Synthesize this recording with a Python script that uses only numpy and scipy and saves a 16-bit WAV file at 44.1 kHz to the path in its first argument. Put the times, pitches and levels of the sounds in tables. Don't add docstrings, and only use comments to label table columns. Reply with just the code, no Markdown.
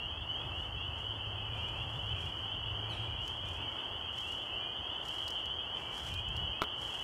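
import sys
import numpy as np
from scipy import signal
from scipy.fft import rfft, irfft
from scipy.io import wavfile
from scipy.ndimage import uniform_filter1d, map_coordinates

SR = 44100
rng = np.random.default_rng(int(sys.argv[2]) if len(sys.argv) > 2 else 0)


def int16_out(signal):
    q = np.round(np.clip(np.atleast_2d(signal).T, -1, 1) * 32767)
    wavfile.write(sys.argv[1], SR, q.astype(np.int16))


N = 310023
TIME = np.arange(N) / SR


def from_db(db):
    return 10 ** (np.asarray(db) / 20)


def rms_one(x):
    return x / np.sqrt(np.mean(x ** 2) + 1e-20)


def in_time(rows):
    time_s, *columns = np.transpose(rows)
    return [np.interp(TIME, time_s, column) for column in columns]


def add(out, start_s, sound):
    i = int(round(start_s * SR))
    low, high = max(i, 0), min(i + len(sound), N)
    if high > low:
        out[low:high] += sound[low - i:high - i]


def drift(knots_per_s):
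    knots = rng.standard_normal(4096)
    return rms_one(map_coordinates(knots, [TIME * knots_per_s], order=1, mode="wrap"))


def coloured(white, spectrum):
    hz, db = np.transpose(spectrum)
    bins_hz = np.maximum(np.fft.rfftfreq(N, 1 / SR), 1)
    gain = from_db(np.interp(np.log(bins_hz), np.log(hz), db)) * np.minimum(bins_hz / hz[0], 1)
    return rms_one(irfft(rfft(white) * gain, N))


def swells(rows, attack_s, release_db_per_s, sag_db_per_s=0):
    power = np.zeros(N)
    for peak_s, hold_s, db in rows:
        age_s = TIME - peak_s
        rise = np.clip(1 + age_s / attack_s, 0, 1)
        sag_db = sag_db_per_s * np.clip(age_s, 0, hold_s)
        release_db = release_db_per_s * np.maximum(age_s - hold_s, 0)
        power += (rise * from_db(db - sag_db - release_db)) ** 2
    return power


def woods(x, t60_s, echoes_per_s):
    t = np.arange(SR) / SR
    echoes = rng.standard_normal(SR) * (rng.random(SR) < echoes_per_s / SR)
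    echoes *= from_db(-60 * t / t60_s)
    return signal.fftconvolve(x, echoes / np.sqrt(np.sum(echoes ** 2) + 1e-20))[:N]


# freq_hz, density_db
BACKGROUND_SPECTRUM = [(100, -4.5), (200, -4), (330, 0.5), (480, -1.5), (900, 1.5), (1300, -2.5),
                       (1700, -7.5), (2200, -11.5), (3500, -48), (4600, -22), (5500, -32.5), (8000, -33.5),
                       (12000, -39.5), (16000, -44)]

def background_noise(level_db=-49, wander_db=0.71):
    gain = from_db(level_db + wander_db * drift(5))
    return gain * coloured(rng.standard_normal(N), BACKGROUND_SPECTRUM)


# time_s, firing_hz, level_db
ENGINE_CURVE = [(0, 100.8, -65.5), (1.0, 103.3, -47), (1.9, 108, -45), (2.4, 103, -49.5), (2.7, 104.8, -42),
                (3.05, 112.5, -41.5), (3.2, 111, -57), (4.0, 113.2, -78)]

def engine(throb_db=0.5, waver=0.0089):
    firing_hz, db = in_time(ENGINE_CURVE)
    gain = from_db(db + throb_db * drift(15))
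    firing_hz *= 1 + waver * drift(15)
    return gain * np.sin(2 * np.pi * np.cumsum(firing_hz) / SR)


# peak_s, hold_s, level_db
WIND_GUSTS = [(0.08, 3.5, -49), (1.47, 0.89, -49), (6.12, 0.34, -45)]
# freq_hz, density_db
WIND_SPECTRUM = [(20, -30), (35, -13), (52, -5.5), (85, 0), (120, -6.5), (170, -16.5), (300, -36),
                 (600, -71)]

def wind(breeze_db=-54.5, gain_db=1, lump_db=2):
    gust_power = swells(WIND_GUSTS, attack_s=0.12, release_db_per_s=110)
    flow = np.sqrt(from_db(breeze_db) ** 2 + gust_power)
    lumps = from_db(gain_db + lump_db * drift(30))
    return flow * lumps * coloured(rng.standard_normal(N), WIND_SPECTRUM)


def peep(mid_hz, glide_hz_per_s, bend=0.13, fade_share=0.43, sac_hz=3080, sac_width_hz=260):
    sweep_hz = np.clip(mid_hz - 2400, 130, 470)
    length_s = min(sweep_hz / max(abs(glide_hz_per_s), 1), 0.3)
    position = np.linspace(-1, 1, int(length_s * SR))
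    pitch_hz = mid_hz + glide_hz_per_s * length_s / 2 * (position - bend * position ** 2)
    phase = 2 * np.pi * (np.cumsum(pitch_hz) / SR + rng.random())
    swell = np.sin(np.pi / 2 * np.minimum((1 - abs(position)) / fade_share, 1)) ** 2
    sac = 1 / np.hypot(1, (pitch_hz - sac_hz) / sac_width_hz)
    tone = np.sin(phase) + from_db(-37) * np.sin(1.5 * phase) + from_db(-39) * np.sin(2 * phase)
    return np.sqrt(2) * swell * sac / sac.max() * tone


def callers(calls, spot_count):
    spots = np.zeros((spot_count, N))
    for k, (mid_s, hz, glide_hz_per_s, db) in enumerate(calls):
        call = from_db(db) * peep(hz, glide_hz_per_s)
        add(spots[k % spot_count], mid_s - len(call) / SR / 2, call)
    return spots


def neighbours(calls_per_s, pitch_hz, spread_hz, glide_hz_per_s, level_db, uneven_db=0.5, count=64):
    jitter, voice, loudness = rng.uniform(-1.1, 1, (count, 3)).T
    times_s = (np.arange(count) + 0.5 + 0.33 * jitter) / calls_per_s
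    calls = zip(times_s, pitch_hz + spread_hz * voice, level_db + uneven_db * loudness)
    return [(mid_s, hz, glide_hz_per_s, db) for mid_s, hz, db in calls if mid_s < N / SR]


# mid_s, pitch_hz, level_db
NEAR_PEEPS = [(0.014, 2760, -39.5), (0.061, 2996, -43), (0.33, 3102, -39.5), (0.36, 3180, -41.5),
              (0.568, 2822, -42), (0.83, 2880, -40.5), (1.046, 2980, -43), (1.244, 2805, -46),
              (1.4, 2615, -51), (1.64, 2845, -40), (1.737, 3065, -51), (1.799, 2764, -42),
              (2.072, 2890, -42.5), (2.147, 2700, -49.5), (2.13, 3113, -44.5), (2.281, 2886, -46),
              (2.5, 3026, -42.5), (2.727, 3047, -42), (2.956, 2580, -54), (3.246, 2992, -39),
              (3.489, 2460, -56), (3.63, 2870, -42), (3.855, 3080, -43.5), (4.144, 3013, -41.5),
              (4.3, 2848, -38.5), (4.368, 3005, -44.5), (4.546, 2720, -44), (4.673, 2447, -55.5),
              (4.942, 2990, -43), (5.145, 2866, -44.5), (5.312, 3044, -41.5), (5.44, 2990, -40),
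              (5.52, 3060, -39.5), (5.719, 2980, -41.5), (6.147, 2455, -52.5), (6.334, 2746, -44),
              (6.476, 3043, -41), (6.578, 2600, -49), (6.78, 3105, -45.5), (6.96, 2894, -43)]
# pitch_hz, glide_hz_per_s
PEEP_GLIDES = [(2440, 600), (2630, 2100), (2780, 2800)]

def near_frogs(gain_db=-3, echo_db=-3):
    calls = [(mid_s, hz, np.interp(hz, *np.transpose(PEEP_GLIDES)), db) for mid_s, hz, db in NEAR_PEEPS]
    calls += neighbours(calls_per_s=6.5, pitch_hz=3276, spread_hz=75.2, glide_hz_per_s=2750, level_db=-50)
    calls += neighbours(calls_per_s=3.5, pitch_hz=2677, spread_hz=90, glide_hz_per_s=2200, level_db=-53.5)
    spots = callers(calls, spot_count=6)
    echoes = sum(woods(spot, t60_s=0.3, echoes_per_s=350) for spot in spots)
    return from_db(gain_db) * (spots.sum(axis=0) + from_db(echo_db) * echoes)


def far_frogs(calls_per_s=80, pitch_hz=3040, spread_hz=165, top_hz=3230, level_db=-44, rise_db_per_s=0.3858):
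    crowd = np.zeros(N)
    for k, (jitter, voice, speed, nearness) in enumerate(rng.standard_normal((900, 4))):
        start_s = (k + jitter) / calls_per_s - 0.2
        if start_s < N / SR:
            gain = from_db(2 * nearness - 0.37 * voice ** 2)
            hz = min(pitch_hz + spread_hz * voice, top_hz)
            add(crowd, start_s, gain * peep(hz, glide_hz_per_s=2800 + 300 * speed))
    echoes = woods(crowd, t60_s=0.78, echoes_per_s=890)
    return from_db(level_db + rise_db_per_s * TIME) * rms_one(crowd + echoes)


# peak_s, hold_s, level_db
TREADS = [(0.59, .01, -68), (0.99, 0.017, -69), (1.58, 0.25, -66), (1.92, 0.29, -67.5), (2.21, 0.054, -63),
          (2.39, .04, -70), (3.26, .035, -62), (3.48, 0.062, -65), (3.73, .05, -71), (4.185, .18, -59.5),
          (4.45, 0.034, -70), (5.085, 0.26, -57.5), (5.8, 0.032, -64), (5.96, 0.16, -55.5),
          (6.36, .03, -67), (6.825, .21, -57.5)]
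# freq_hz, density_db
LEAF_SPECTRUM = [(300, 3), (1500, 5.5), (3500, -5), (5500, -1.5), (7500, -4), (10000, -10.5), (13000, -16),
                 (16000, -32)]

def footsteps(crushes_per_s=100, crush_t60_s=0.045, crush_share=0.28, gain_db=4):
    tread_power = swells(TREADS, attack_s=0.074, release_db_per_s=102, sag_db_per_s=21)
    tread_db = 10 * np.log10(tread_power + 1e-10)
    collapses = (rng.random(N) < crushes_per_s / SR) * rng.exponential(1, N)
    decay = from_db(-60 / (crush_t60_s * SR))
    crush = rms_one(signal.lfilter([1], [1, -decay], collapses))
    snaps_per_s = 2200 * from_db(0.36 * (tread_db + 62))
    snaps = (rng.random(N) < snaps_per_s / SR) * rng.choice([-1.0, 1.0], N)
    snaps /= np.sqrt(uniform_filter1d(snaps ** 2, size=4001) + 1e-6)
    envelope = from_db(tread_db + gain_db) * (1 - crush_share + crush_share * crush)
    return envelope * coloured(snaps, LEAF_SPECTRUM)


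# mid_s, pitch_hz, glide_hz_per_s, level_db
HOARSE_CALLS = [(1.56, 2440, 112, -57), (2.16, 2405, 504, -58), (2.85, 2350, -900, -59),
                (3.03, 2440, 302, -60.5), (3.62, 2280, -900, -60), (5.8, 2350, -500, -61)]

def far_whistles(flutter_per_s=180):
    hoarse = callers(HOARSE_CALLS, spot_count=1)[0] * drift(flutter_per_s)
    return woods(hoarse, t60_s=0.93, echoes_per_s=1900)


# time_s, pitch_hz, level_db
SQUEAL_CURVE = [(2.885, 2370, -74), (2.9, 2175, -55), (2.92, 1990, -55), (2.945, 1800, -52),
                (2.965, 1660, -62), (3.025, 1603, -61), (3.07, 1460, -68)]
# multiple, level_db
SQUEAL_HARMONICS = [(1, -9), (2, 0), (3, -10), (4, -14), (5, -13), (6, -22)]

def bird(roughness=0.0236, gain_db=-3):
    pitch_hz, db = in_time(SQUEAL_CURVE)
    phase = 2 * np.pi * np.cumsum(pitch_hz * (1 + roughness * drift(900))) / SR
    tone = sum(from_db(level_db) * np.sin(k * phase) for k, level_db in SQUEAL_HARMONICS)
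    sounding = (TIME > SQUEAL_CURVE[0][0]) & (TIME < SQUEAL_CURVE[-1][0])
    call = sounding * from_db(db + gain_db) * tone
    return call + woods(call, t60_s=0.82, echoes_per_s=1600)


def crumble(t60_s):
    t = np.arange(SR // 10) / SR
    noise = rng.standard_normal(len(t))
    return noise * abs(noise) * from_db(-60 * t / t60_s)


# start_s, peak_db, pitch_hz
STEM_CRACKS = [(3.2783, -39, 5580), (3.4868, -43.5, 6400), (4.1819, -44, 5370), (5.0837, -38, 5330),
               (5.1826, -44, 4330), (5.2797, -35, 4430), (5.304, -39, 5650), (5.457, -40, 4470),
               (6.14, -39, 4080), (6.286, -44.5, 6860), (6.3656, -41, 4800), (6.8154, -42, 5590),
               (6.992, -45, 6100)]

def stem_cracks(leaf_q=3.7, direct_db=-19):
    out = np.zeros(N)
    for start_s, peak_db, pitch_hz in STEM_CRACKS:
        burst = crumble(t60_s=0.027)
        leaf = signal.lfilter(*signal.iirpeak(pitch_hz, leaf_q, fs=SR), burst)
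        crack = leaf + from_db(direct_db) * burst
        add(out, start_s, from_db(peak_db) * crack / abs(crack).max())
    return out


def ring(clicks, hz, t60_s):
    decay = from_db(-60 / (t60_s * SR))
    step_rad = 2 * np.pi * hz / SR
    feedback = [1, -2 * decay * np.cos(step_rad), decay ** 2]
    return signal.lfilter([0, np.sin(step_rad)], feedback, clicks + 1e-18)


# start_s, level_db
TWIG_KNOCKS = [(6.619, -18), (6.622, -34), (6.625, -28.5), (6.629, -38), (6.6359, -32), (6.64, -30)]
# freq_hz, gain_db, t60_s
CASING_MODES = [(237, -25, 0.031), (423, -15, 0.064), (647, -17, 0.042), (1080, -5.5, 0.011),
                (1197, -17, 0.037), (1340, -3, 0.017), (2170, -5, 0.0062), (3430, -6.5, 0.0056),
                (4500, -44, .005)]

def twig(tick_db=-20, scrape_db=-41):
    clicks = np.zeros(N)
    for start_s, level_db in TWIG_KNOCKS:
        add(clicks, start_s, from_db([level_db]))
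    scrape = signal.fftconvolve(clicks, crumble(t60_s=0.1))[:N]
    casing = sum(from_db(db) * ring(clicks, hz, t60_s) for hz, db, t60_s in CASING_MODES)
    return from_db(tick_db) * clicks + from_db(scrape_db) * scrape - casing


def scene():
    animals = near_frogs() + far_frogs() + far_whistles() + bird()
    walker = footsteps() + stem_cracks() + twig()
    surroundings = background_noise() + engine() + wind()
    return (animals + walker + surroundings)[None]


def record(dry, cutoff_hz=15700):
    return signal.sosfilt(signal.ellip(10, 0.1, 80, cutoff_hz, fs=SR, output="sos"), dry)


dry = scene()
out = record(dry)
int16_out(out)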